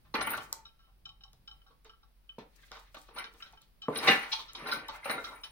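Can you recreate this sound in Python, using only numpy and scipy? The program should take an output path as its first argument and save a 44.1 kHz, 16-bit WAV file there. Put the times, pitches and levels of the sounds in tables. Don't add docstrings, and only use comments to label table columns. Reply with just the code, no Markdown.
import sys
import numpy as np
from scipy import signal
from scipy.fft import rfft, irfft, next_fast_len
from scipy.io import wavfile
from scipy.ndimage import uniform_filter1d

SR = 44100
rng = np.random.default_rng(int(sys.argv[2]) if len(sys.argv) > 2 else 0)


def decibels_to_gain(level_db):
    exponent = np.asarray(level_db, float) / 20
    return 10 ** exponent


def unload_wav(signal):
    wavfile.write(
        sys.argv[1],
        SR,
        np.round(np.clip(np.atleast_2d(signal).T, -1, 1) * 32767).astype(np.int16),
    )


N = 243255

# start in seconds, hold in seconds, grind level in dB, rumble in dB, brightness in dB.
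PUSHES = [(0.278, 0.071, -54, -0.5, 2.5), (0.435, 0.11, -73, 1, 1), (2.551, 0.33, -90, 3, 13),
          (3.025, 0.039, -99, 6, 19.5), (3.163, 0.035, -58, -6, -2), (3.406, 0.048, -72, -12, 4),
          (3.957, 0.033, -52, 4, 1), (4.041, 0.038, -38, -7.5, -1.5), (4.128, 0.11, -50, -15, 2),
          (4.347, 0.15, -91.5, 14.5, 21), (4.592, 0.2, -54, -4.5, -0.5), (4.87, 0.091, -66.5, -24, 4),
          (5.088, 0.019, -43.5, -11, -3), (5.208, 0.079, -63, 2, 1.5), (5.255, 0.06, -57.5, -10.5, -6)]


def rms(x):
    return np.sqrt(np.mean(x ** 2))


def through(x, response):
    return signal.fftconvolve(np.atleast_2d(x), np.atleast_2d(response), axes=1)[:, :N]


def band(x, edges_hz, kind, order):
    return signal.sosfilt(signal.butter(order, edges_hz, kind, fs=SR, output="sos"), x)


def shade(points, hz):
    point_hz, value = np.transpose(points)
    return np.interp(np.log(np.maximum(hz, 1)), np.log(point_hz), value)


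def colour(x, points):
    size = next_fast_len(N)
    hz = np.arange(size // 2 + 1) * SR / size
    return irfft(rfft(x, size) * decibels_to_gain(shade(points, hz)), size)[..., :N]


def ring(modes, apart_hz=2000, rise_s=0.000083, count=1):
    hz, db, t60_s = np.transpose(modes)[:, :, None]
    t = np.arange(SR // 4) / SR
    swing = np.exp((2j * np.pi * hz - np.log(1000) / np.clip(t60_s, 0.01, 0.22)) * t)
    bodies = []
    for start, turn in rng.uniform(-np.pi, np.pi, (count, 2, len(modes), 1)):
        turn = turn * np.clip(hz / apart_hz, 0, 1) * 0.37
        weight = decibels_to_gain(db) * np.exp(1j * (start + turn * [1, -1]))
        both = np.imag(weight.T @ swing) * (1 - np.exp(-t / rise_s))
        bodies.append(both / (2 * rms(both[:, :SR // 200])))
    return bodies if count > 1 else bodies[0]


def steady(response):
    return response / np.sqrt(np.mean(np.sum(response ** 2, axis=1)))


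def chatter(start_s, db, length_s, rise_s):
    out = np.zeros(N + SR)
    t = np.arange(SR // 6) / SR
    rise_s = rise_s + 0 * start_s
    contacts = rng.laplace(size=(len(start_s), len(t)))
    for s, gain, length, swell, grains in zip(start_s - 0.0015, decibels_to_gain(db), length_s, rise_s, contacts):
        push = grains * (1 - np.exp(-t / swell)) * np.exp(-t / max(length, 0.0002))
        at = int(s * SR)
        out[at:at + len(t)] += gain * push / np.sqrt(np.sum(push ** 2))
    return out[:N]


def tapped(taps, modes, length_s):
    s, db = np.transpose(taps)
    return through(chatter(s, db, length_s + 0 * s, length_s), ring(modes, rise_s=0.00037))


def walk(rate_hz):
    k = int(SR / rate_hz)
    return uniform_filter1d(np.repeat(rng.standard_normal(N // k + 1), k), k)[:N]


def drag(db, rough_db, rate_hz):
    return decibels_to_gain(db + rough_db * walk(rate_hz)) * rng.standard_normal(N)


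def effort(s, hold_s, db, rise_db_s, fall_db_s):
    s, hold_s, db, fall_db_s = (np.reshape(v, (-1, 1)) for v in (s, hold_s, db, fall_db_s))
    t = np.arange(0, N, 32) / SR
    before_s = np.maximum(s - t, 0)
    after_s = np.maximum(t - s - np.abs(hold_s), 0)
    level = db - rise_db_s * before_s - np.abs(fall_db_s) * after_s
    return np.interp(np.arange(N) / SR, t, level.max(axis=0))


def pushing(lean_db):
    s, hold_s, db = np.transpose(PUSHES)[:3]
    return effort(s, hold_s, db + lean_db, rise_db_s=303, fall_db_s=158)


def shop():
    # frequency in Hz, density in dB per Hz.
    air_shape = [(25, -9), (55, -5.5), (80, -23.5), (160, -20.5), (300, -29.5), (700, -32), (1250, -36),
                 (1800, -36.5), (3200, -38.5), (5100, -40), (7000, -51), (11200, -40.5), (13000, -49),
                 (15600, -36.5), (16500, -42)]
    # time in seconds, level in dB.
    blower = [(0.0, -69.5), (0.23, -59.5), (0.68, -75.5), (1.03, -70.5), (1.858, -78.5), (2.18, -86),
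              (2.589, -78.5), (3.89, -76.5), (4.02, -65), (4.451, -76.5), (4.81, -69.5), (5.52, -77)]
    air_db, hum_db, hum_hz, hum_width_hz = -71.5, -62.5, 44.0, 7.9
    t = np.arange(N) / SR
    mid, side = colour(rng.standard_normal((2, N)), air_shape)
    side = side - uniform_filter1d(side, size=60) * 0.37
    air = np.array([mid + side, mid - side]) * decibels_to_gain(walk(2.9))
    upper = air - uniform_filter1d(air, size=400)
    drone = 0.5 * np.sin(2 * np.pi * hum_hz * t)
    edges_hz = [hum_hz - hum_width_hz / 2, hum_hz + hum_width_hz / 2]
    throb = band(rng.standard_normal(N), edges_hz, "band", 2)
    hum = decibels_to_gain(hum_db) * (drone + 0.5 * throb / rms(throb))
    blower_db = np.interp(t, *np.transpose(blower))
    rumble = band(drag(blower_db, rough_db=3.0, rate_hz=17.0), [60, 150], "band", 2)
    return air * decibels_to_gain(air_db) / rms(upper) + decibels_to_gain(22.5) * rumble + hum


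def boots():
    # start in seconds, peak in dB.
    steps = [
        (0.139, -19.5),
        (2.38, -26),
        (2.71, -39),
        (3.084, -70),
        (3.531, -55),
        (3.88, -12.5),
    ]
    slab_hz, slab_t60_s, sand_db = 512, 0.051, -27
    out = np.zeros(N + SR)
    t = np.arange(SR // 8) / SR
    spreads = rng.uniform(-1.021, 1, (len(steps), 2, 40, 1))
    sands = rng.standard_normal((len(steps), len(t)))
    for (s, db), (spread, start), sand in zip(steps, spreads, sands):
        fade = decibels_to_gain(1.3 * spread - 60 * t / slab_t60_s)
        mode_hz = slab_hz * 2 ** (1.3 * spread)
        knock = np.sum(np.sin(2 * np.pi * mode_hz * t + 2.0 * start) * fade, axis=0)
        knock = knock * (1 - np.exp(-t / 0.00027))
        crush = decibels_to_gain(sand_db - 60 * t / 0.25) * uniform_filter1d(sand, size=8)
        at = int((s + 0.00365) * SR)
        out[at:at + len(t)] += decibels_to_gain(db - 6.0) * (knock / np.abs(knock).max() + crush)
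    return out[:N]


def grit():
    # start in seconds, peak in dB.
    ticks = [(0.1404, -73), (0.2674, -67), (0.377, -49), (0.5294, -32), (1.333, -64.5), (1.848, -67),
             (2.389, -67), (2.718, -70), (2.949, -58), (3.018, -61), (3.34, -64), (3.527, -68),
             (3.6196, -62.5), (3.9554, -58), (4.066, -58), (4.3171, -65), (4.535, -55), (4.7376, -45),
             (4.885, -52), (5.056, -77), (5.2424, -55), (5.4375, -78)]
    # frequency in Hz, density in dB per Hz.
    tick_shape = [(2000, -44), (4500, -3.5), (7000, 1), (9500, -1), (13000, -7), (15500, -3),
                  (16500, -21.5)]
    # start in seconds, hold in seconds, level in dB.
    scuffs = [(0.373, 0.07, -68), (2.566, 0.24, -78.5), (2.974, 0.021, -70.5), (3.364, 0.1, -80),
              (3.668, 0.02, -93), (4.08, 0.05, -52), (4.342, 0.014, -64), (4.39, 0.04, -70.5),
              (4.89, 0.075, -73), (5.2, 0.11, -70)]
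    # frequency in Hz, density in dB per Hz.
    sole_shape = [(2000, -38), (4500, -1), (7000, -3), (10500, -4.5), (11500, -10), (15500, -3)]
    s, db = np.transpose(ticks)
    click = chatter(s, db + 29.5, 0.0006 + 0 * s, rise_s=0.00016) * decibels_to_gain([[1.5], [-1.5]])
    soles_db = effort(*np.transpose(scuffs), rise_db_s=260, fall_db_s=209)
    scuff = np.array([drag(soles_db, rough_db=7.0, rate_hz=47) for port in "LR"]) * decibels_to_gain(11.5)
    return colour(click, tick_shape) + colour(scuff, sole_shape)


def snaps():
    # start in seconds, peak in dB.
    cracks = [(.528, -41), (1.334, -52), (2.7185, -36), (2.772, -44), (2.946, -46), (3.348, -66),
              (3.408, -57), (3.531, -55), (4.553, -52), (4.887, -46)]
    # frequency in Hz, density in dB per Hz.
    crack_shape = [(400, -20), (900, -1), (2500, -3), (5000, 7), (7000, -5.5), (12000, -19.5)]
    s, db = np.transpose(cracks)
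    return colour(chatter(s, db + 15, 0.0004 + 0 * s, rise_s=0.0002), crack_shape)


def fittings():
    # frequency in Hz, level in dB, t60 in seconds.
    pin, tray, collar = [(882, -5, 0.29), (902, -0.5, .2), (1358, -11.5, 0.088), (2000, -8, 0.088)], [(563, -7, 0.063), (722, 0, 0.052), (826, 0, 0.068)], [(2096, -0.5, .07), (2340, -6, .05), (1620, -7.5, .07)]
    shackle, race = [(3840, -5.5, .05), (3970, 0.5, 0.063), (4060, -3, 0.055), (5060, -8, .06),
                     (2900, -14.5, .06)], [(11980, 3, 0.044), (13700, -7, .03), (15350, -2, .03)]
    # start in seconds, peak in dB.
    pin_taps, tray_taps, collar_taps = [(.143, -33), (.528, -44), (.585, -52), (4.335, -42), (4.893, -43)], [(3.09, -67), (3.533, -45.5), (3.55, -65),
                                                          (4.083, -23.5)], [(.15, -37), (.275, -45),
                                                                             (.356, -42.5), (2.632, -52),
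                                                                             (2.642, -54), (3.4, -58),
                                                                             (4.6, -56), (4.685, -49),
                                                                             (4.95, -47), (5.03, -44),
                                                                             (5.115, -31)]
    shackle_taps, race_taps = [(.143, -35), (.212, -36), (.305, -55), (.35, -46), (3.96, -32), (3.985, -31),
                               (4.03, -44), (4.075, -22), (4.325, -33), (4.35, -46), (4.67, -40),
                               (4.715, -27.5), (4.73, -46), (5.045, -46), (5.105, -34.5), (5.25, -50)], [(.148, -46), (.218, -60), (.272, -59), (.302, -28.5),
                                                     (.33, -57), (5.11, -57.5)]
    out = tapped(pin_taps, pin, length_s=0.00067)
    out = out + tapped(tray_taps, tray, length_s=0.00072)
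    out = out + tapped(collar_taps, collar, length_s=0.0026)
    out = out + tapped(shackle_taps, shackle, length_s=0.0024)
    return out + tapped(race_taps, race, length_s=0.0054)


def loose_parts():
    # frequency in Hz, level in dB, t60 in seconds.
    lever, eye, strut = [(892, -0.5, 0.098), (1103, -6.5, 0.076), (2060, -9.5, 0.044)], [(778, -10, 0.14), (861, -7, 0.11), (1123, -1.5, 0.1)], [(970, -10, .1), (1247, -23, 0.062), (1314, -12.5, .12),
                                                     (1398, 3.5, 0.11), (1479, -1.5, 0.049),
                                                     (1525, -5, 0.25), (1809, -14, 0.057),
                                                     (2090, -8.5, 0.2), (3800, -10, .08)]
    leg, block = [(167, 6.5, 0.1), (237, -1.5, 0.16), (300, -1, 0.073), (428, -3, 0.19), (483, 1.5, 0.13),
                  (580, -3, 0.038), (671, -4, 0.36)], [(229, -10, 0.18), (788, 0.5, 0.06), (960, -20, 0.25), (1190, -27, .2),
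                               (1430, -25, .08), (1550, -1.5, 0.19), (1800, -10, 0.19), (1990, -5, 0.25),
                               (2060, -12, 0.27), (2230, 2, 0.1), (2430, -7.5, 0.11), (2838, -4, 0.16),
                               (3960, -6, 0.074), (4170, -22, 0.07)]
    # start in seconds, peak in dB.
    raps, eye_taps, strut_taps = [(.142, -28), (.528, -38.5), (.272, -30), (3.536, -55.5), (4.331, -33),
                                  (4.89, -36.5)], [(.79, -67), (1.065, -57.5), (1.1, -57), (1.21, -64),
                                                (1.248, -55), (1.485, -61), (1.52, -62), (1.66, -61.5),
                                                (1.86, -66), (2.03, -62.5), (3.83, -52), (4.335, -32.5),
                                                (4.9, -41)], [(.21, -37), (.272, -41), (.336, -34.5),
                                                                  (2.718, -48), (2.75, -53), (2.945, -45),
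                                                                  (2.967, -65), (3.174, -36), (3.19, -37),
                                                                  (3.206, -51), (3.27, -59), (3.445, -52),
                                                                  (3.93, -43), (4.66, -35), (4.722, -26),
                                                                  (4.8, -49), (4.95, -46), (5.062, -43),
                                                                  (5.1, -30.5), (5.14, -31), (5.18, -32),
                                                                  (5.27, -39), (5.33, -40)]
    leg_taps, block_taps = [(2.385, -51), (3.54, -62), (3.886, -34), (3.92, -34), (4.095, -26),
                            (4.62, -45.5), (4.77, -38), (5.15, -38.5), (5.18, -35), (5.29, -57)], [(4.077, -17), (4.087, -15), (4.106, -21), (4.13, -25),
                                              (4.16, -27.5)]
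    out = tapped(raps, lever, length_s=0.00015)
    out = out + tapped(eye_taps, eye, length_s=0.0045)
    out = out + tapped(strut_taps, strut, length_s=0.00096)
    out = out + tapped(leg_taps, leg, length_s=0.00031)
    return out + tapped(block_taps, block, length_s=0.0011)


def axles():
    # start in seconds, level in dB, fade in dB per second.
    squeaks = [(0.147, -51, 296), (0.217, -42, 900), (0.271, -36.5, 1514), (0.301, -35.5, 302),
               (3.149, -54, 300), (3.184, -48, 801), (3.94, -50, 297), (3.977, -40.5, 550),
               (4.109, -43, 232), (4.228, -50, 693), (4.326, -57, 209), (4.539, -60.5, 156),
               (4.672, -50, 407), (4.718, -44, 346), (5.058, -43, 456), (5.109, -36, 420), (5.36, -53, 920),
               (5.41, -61, 137)]
    # frequency in Hz, level in dB, t60 in seconds.
    axle_modes = [(9410, 13.5, 0.033), (9574, 9.5, 0.023), (9255, 5.5, .03), (10200, -21, 0.036),
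                  (10500, -17, 0.032), (12400, -5.5, 0.036), (11800, -15, .04), (13400, -17, .04),
                  (13700, -1.5, 0.022), (15400, 4.5, 0.035), (15500, -2, 0.039)]
    s, db, fade_db_s = np.transpose(squeaks)
    slip_db = effort(s, 0, db, 1213, fade_db_s)
    sing_db = pushing(-9.5)
    slips = drag(np.maximum(slip_db, sing_db), rough_db=4.5, rate_hz=60)
    body = ring(axle_modes, apart_hz=60500, rise_s=0.0012)
    return through(slips, steady(body)) * decibels_to_gain([[1.5], [-6.0]])


def frame():
    # start in seconds, peak in dB, thud in dB, clank in dB, clang in dB.
    knocks = [(0.141, -31.5, -0.5, -16, 2), (0.152, -27, -33, 1.5, -10), (0.209, -26, -23, -4, -5),
              (0.271, -32.5, -5.5, 7, -14.5), (0.335, -26.5, -18, -4.5, -18), (0.377, -30.5, -28, -15, -8),
              (0.526, -38, -26, -22.5, -5), (1.332, -61.5, -8, -12, -4), (2.633, -63, -23, -3, 6),
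              (2.642, -76, -21, 4, -6), (2.718, -39.5, -31, -14, -10), (2.945, -40.5, -26, -7, -3.5),
              (2.967, -43, -11, -18, -5), (3.105, -54, -22, -18, -7), (3.086, -51.5, -1, -5, -6),
              (3.241, -53, -7, -2, 12.5), (3.402, -63, -9, 17.5, -4), (3.535, -54.5, -22, -24, -3),
              (3.957, -31, -18, -6, -4), (4.03, -40.5, -12, 3, 5.5), (4.083, -19.5, -4, 4, 0.5),
              (4.328, -41.5, -49, -16, 20), (4.55, -43, -34, -13, 9.5), (4.585, -57, -21, 6, -15),
              (4.894, -36, -15, -22.5, -4.5), (5.044, -48, -25, 9, 7.5), (5.057, -31, -4, 1.5, -22),
              (5.096, -26.5, -10, 0.5, -5.5), (5.242, -41, -14, -20, 6)]
    # start in seconds, peak in dB, thud in dB, clank in dB, clang in dB.
    skids = [(0.047, -57, -32, -6, -9), (0.179, -30, -4.5, 1.5, -12), (0.309, -34, -10, 0, -14),
             (0.872, -61.5, -12, -13, -22), (1.698, -58, -3.5, -20, -6.5), (1.846, -50, -7, -3, -0.5),
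             (2.382, -48, 3, 0, 0.5), (2.723, -44.5, -29, -2.5, -0.5), (2.756, -42.5, -19, -7, -4),
             (2.949, -46, -12, -6, -6), (3.189, -40.5, -18, 6, -4), (3.338, -57, 1, -5, 0),
             (3.459, -55, -30, -15, 3), (3.608, -65.5, -16, -5, 11.5), (4.071, -19.5, -7.5, 6.5, 2.5),
             (4.11, -30, -13, 13.5, 5), (4.316, -44, -25, 8, 21.5), (4.657, -36.5, -5.5, -5, -7),
             (4.681, -29.5, -14, -1.5, -7), (4.718, -28.5, -9, -7.5, 0), (5.119, -39, -6, -3, -19),
             (5.159, -40, 5, -4, -26), (5.355, -54, -27, 7, -10), (5.436, -47, -25, 3, 7),
             (3.974, -36.5, -9, -14, 0.5)]
    # start in seconds, peak in dB, thud in dB, clank in dB, clang in dB.
    slides = [(0.238, -42.5, -2.5, 11.5, -16), (0.561, -64, -26, -22, -25), (2.578, -68, -1, 4, -4),
              (3.16, -35.5, -29, -8, -5.5), (4.384, -39.5, -22, -26, 6.5), (4.934, -38.5, -25, -4.5, -14)]
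    # centre in Hz, half width in octaves, t60 in seconds.
    parts = [(286.8, 1.3, 0.08), (845, 0.896, 0.054), (1893.7, .8, 0.066), (4022, .9, 0.052)]
    # frequency in Hz, level in dB, t60 in seconds.
    beams = [(231, -18.5, 0.071), (466.6, -6, 0.22), (768, -10.5, 0.26), (894, -9, 0.28),
             (959.8, -8.5, 0.27), (1114, -4.5, 0.11), (1426, -8, 0.3), (1595, -16.5, 0.1),
             (1900, -25, 0.214), (1962, -31, 0.2), (2110, -19, 0.11), (2156, -15, 0.15),
             (2494, -13.5, 0.23), (2945, -19.5, 0.08), (3960, -16.5, 0.087)]
    # frequency in Hz, density in dB per Hz.
    frame_shape = [(110, -17.5), (230, -10.5), (400, -9), (630, -9.5), (850, -3.5), (1150, -5.5),
                   (1450, -4.5), (2000, -1), (2700, -9), (3800, -3.5), (4500, -7), (6500, -17.5),
                   (8000, -40)]
    s, db, thud_db, clank_db, clang_db = np.transpose(knocks + skids + slides)
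    length_s = np.repeat([0.0031, 0.019, 0.021], [len(knocks), len(skids), len(slides)])
    rise_s = 0.0014 + 0.15 * length_s
    rumble_db, bright_db = np.transpose(PUSHES)[3:]
    leans_db = rumble_db, 0, 2 + bright_db, -7.5 + 1.76 * bright_db
    blows_db = thud_db, 0, clank_db, clang_db
    out = 0
    for (centre_hz, octaves, t60_s), part_db, lean_db in zip(parts, blows_db, leans_db):
        place, scatter, life = rng.random((3, 150))
        place = (np.arange(len(place)) + place) / len(place)
        plate_hz = centre_hz * 2 ** (octaves * (2 * place - 1))
        plates = np.transpose([plate_hz, -6 * scatter - 7, t60_s * (0.47 + 1.29 * life)])
        modes = np.vstack([plates, beams])
        off = np.log2(modes[:, 0] / centre_hz) / octaves
        modes[:, 1] += shade(frame_shape, modes[:, 0]) + 3 * off * octaves - 9 * off ** 4
        for spot, body in enumerate(ring(modes, count=3)):
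            mine = slice(spot, None, 3)
            even = steady(body)
            blows = chatter(s[mine], (db + part_db)[mine], length_s[mine], rise_s[mine])
            blows = blows * rms(body) / rms(even)
            grind = decibels_to_gain(-4.5) * drag(pushing(lean_db), rough_db=5.5, rate_hz=140)
            out = out + through(blows + grind, even)
    return out


def hook():
    # start in seconds, peak in dB, shank ring in dB, link ring in dB, chatter in seconds.
    clinks = [(0.404, -48, -15, -16, 0.0043), (0.6526, -46, -13, -8, 0.013),
              (0.79, -60.5, -8.5, -9.5, 0.085), (1.0539, -43, -16.5, -9, 0.013),
              (1.2074, -56.5, -12.5, -9, 0.018), (1.237, -50, -17.5, -1, 0.0025),
              (1.476, -42.5, -16, -9, 0.0068), (1.617, -64, -12, -16, 0.0041),
              (1.664, -64, -2.5, -4, 0.026), (1.8951, -48, -11.5, -15.5, 0.005),
              (2.03, -69, 0.5, -3, 0.0099), (2.292, -42.5, -22, -29, 0.0072),
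              (3.1848, -35, -18, -11, 0.0045), (3.2416, -42.5, -8.5, -11, 0.004),
              (3.4235, -38, -17.5, -13.5, 0.0055), (3.5732, -52.5, -12, -17.5, 0.0056),
              (3.8183, -40, -17.5, -8, 0.025), (4.3183, -37.5, -15, -10, 0.042),
              (4.4866, -51.5, -9, -5, 0.017), (4.557, -54, -5, 4, 0.059), (4.885, -45, -21, -5, 0.002),
              (5.2431, -51.5, 2.5, 4.5, 0.048), (5.435, -36.5, -17.5, -11, 0.0071)]
    # start in seconds, peak in dB, shank ring in dB, link ring in dB, chatter in seconds.
    bounces = [(0.689, -57, -19, -16, 0.0035), (1.091, -48.5, -23, -6.5, 0.0046),
               (1.128, -74, -21, -19, .004), (1.279, -62, -25, -11, 0.0042),
               (1.513, -52.5, -15.5, -7, 0.0025), (1.542, -68, -20, -19, .004),
               (1.933, -65.5, -3, -14, .005), (2.321, -64, -8, -25, .004), (3.266, -55, -5, -23, 0.0034),
               (3.46, -57, -13, -4, 0.0038), (3.854, -53, -0.5, -17, .005), (5.453, -51, -20, -13, 0.0041)]
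    # frequency in Hz, level in dB, t60 in seconds.
    hook_modes = [(1336, -4.5, 0.1), (1366, -3.5, 0.061), (1602, -11.5, 0.098), (1148, -11, 0.098),
                  (2460, -11.5, 0.031), (2960, -16, 0.085), (3053, 0, 0.061), (3077, -8.5, 0.05),
                  (7120, -19.5, 0.046), (3845, 3, 0.039), (3897, -6, 0.026), (4450, -13, 0.032),
                  (5110, -7, 0.072), (5560, -5, 0.03)]
    s, db, shank_db, link_db, length_s = np.transpose(clinks + bounces)
    out = 0
    for low_hz, high_hz, part_db in ((0, 2000, shank_db + 8), (2000, 3300, 0), (3300, 9000, link_db + 8)):
        modes = [m for m in hook_modes if low_hz < m[0] <= high_hz]
        body = ring(modes, rise_s=0.0004)
        blows = decibels_to_gain(2.5) * chatter(s, db + part_db, 0.66 * length_s, rise_s=0.00095)
        out = out + through(blows, body)
    return out


def walls(x):
    # frequency in Hz, t60 in seconds.
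    decay = [(250, 0.24), (1000, 0.31), (4000, 0.25), (12000, 0.16)]
    t = np.arange(int(0.6 * SR)) / SR
    hz = np.fft.rfftfreq(len(t), 1 / SR)
    noise = rfft(rng.standard_normal((2, len(t))))
    noise[1] = np.where(hz < 450, noise[0], noise[1])
    tail = 0
    for centre_hz in 60 * 2.0 ** np.arange(9):
        share = np.clip(1 - np.abs(np.log2(np.maximum(hz, 1) / centre_hz)), 0, 1)
        tail = tail + irfft(noise * share, len(t)) * decibels_to_gain(-60 * t / shade(decay, centre_hz))
    tail = tail * np.clip((t - 0.004) / 0.0038, 0, 1)
    return decibels_to_gain(-7) * through(x.mean(axis=0), steady(tail))


def scene():
    clinks, near = hook(), grit()
    crane = clinks + frame() + boots() + near + axles() + loose_parts() + fittings() + snaps()
    crane = band(crane, 130, "high", 4)
    return crane + walls(crane - 0.35 * clinks - 0.45 * near) + shop()


def top_cut(x):
    return signal.sosfilt(signal.butter(12, 16980, fs=SR, output="sos"), x)


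def record(dry):
    right_lag_s = 0.00008
    size = next_fast_len(N)
    lag = np.exp(-2j * np.pi * np.fft.rfftfreq(size, 1 / SR) * right_lag_s)
    dry = signal.sosfilt(signal.ellip(8, 0.3, 60, 15800, fs=SR, output="sos"), dry)
    right = irfft(rfft(dry[1], size) * lag, size)[:N]
    return top_cut(np.array([dry[0], right]))


dry = scene()
out = record(dry)
unload_wav(out)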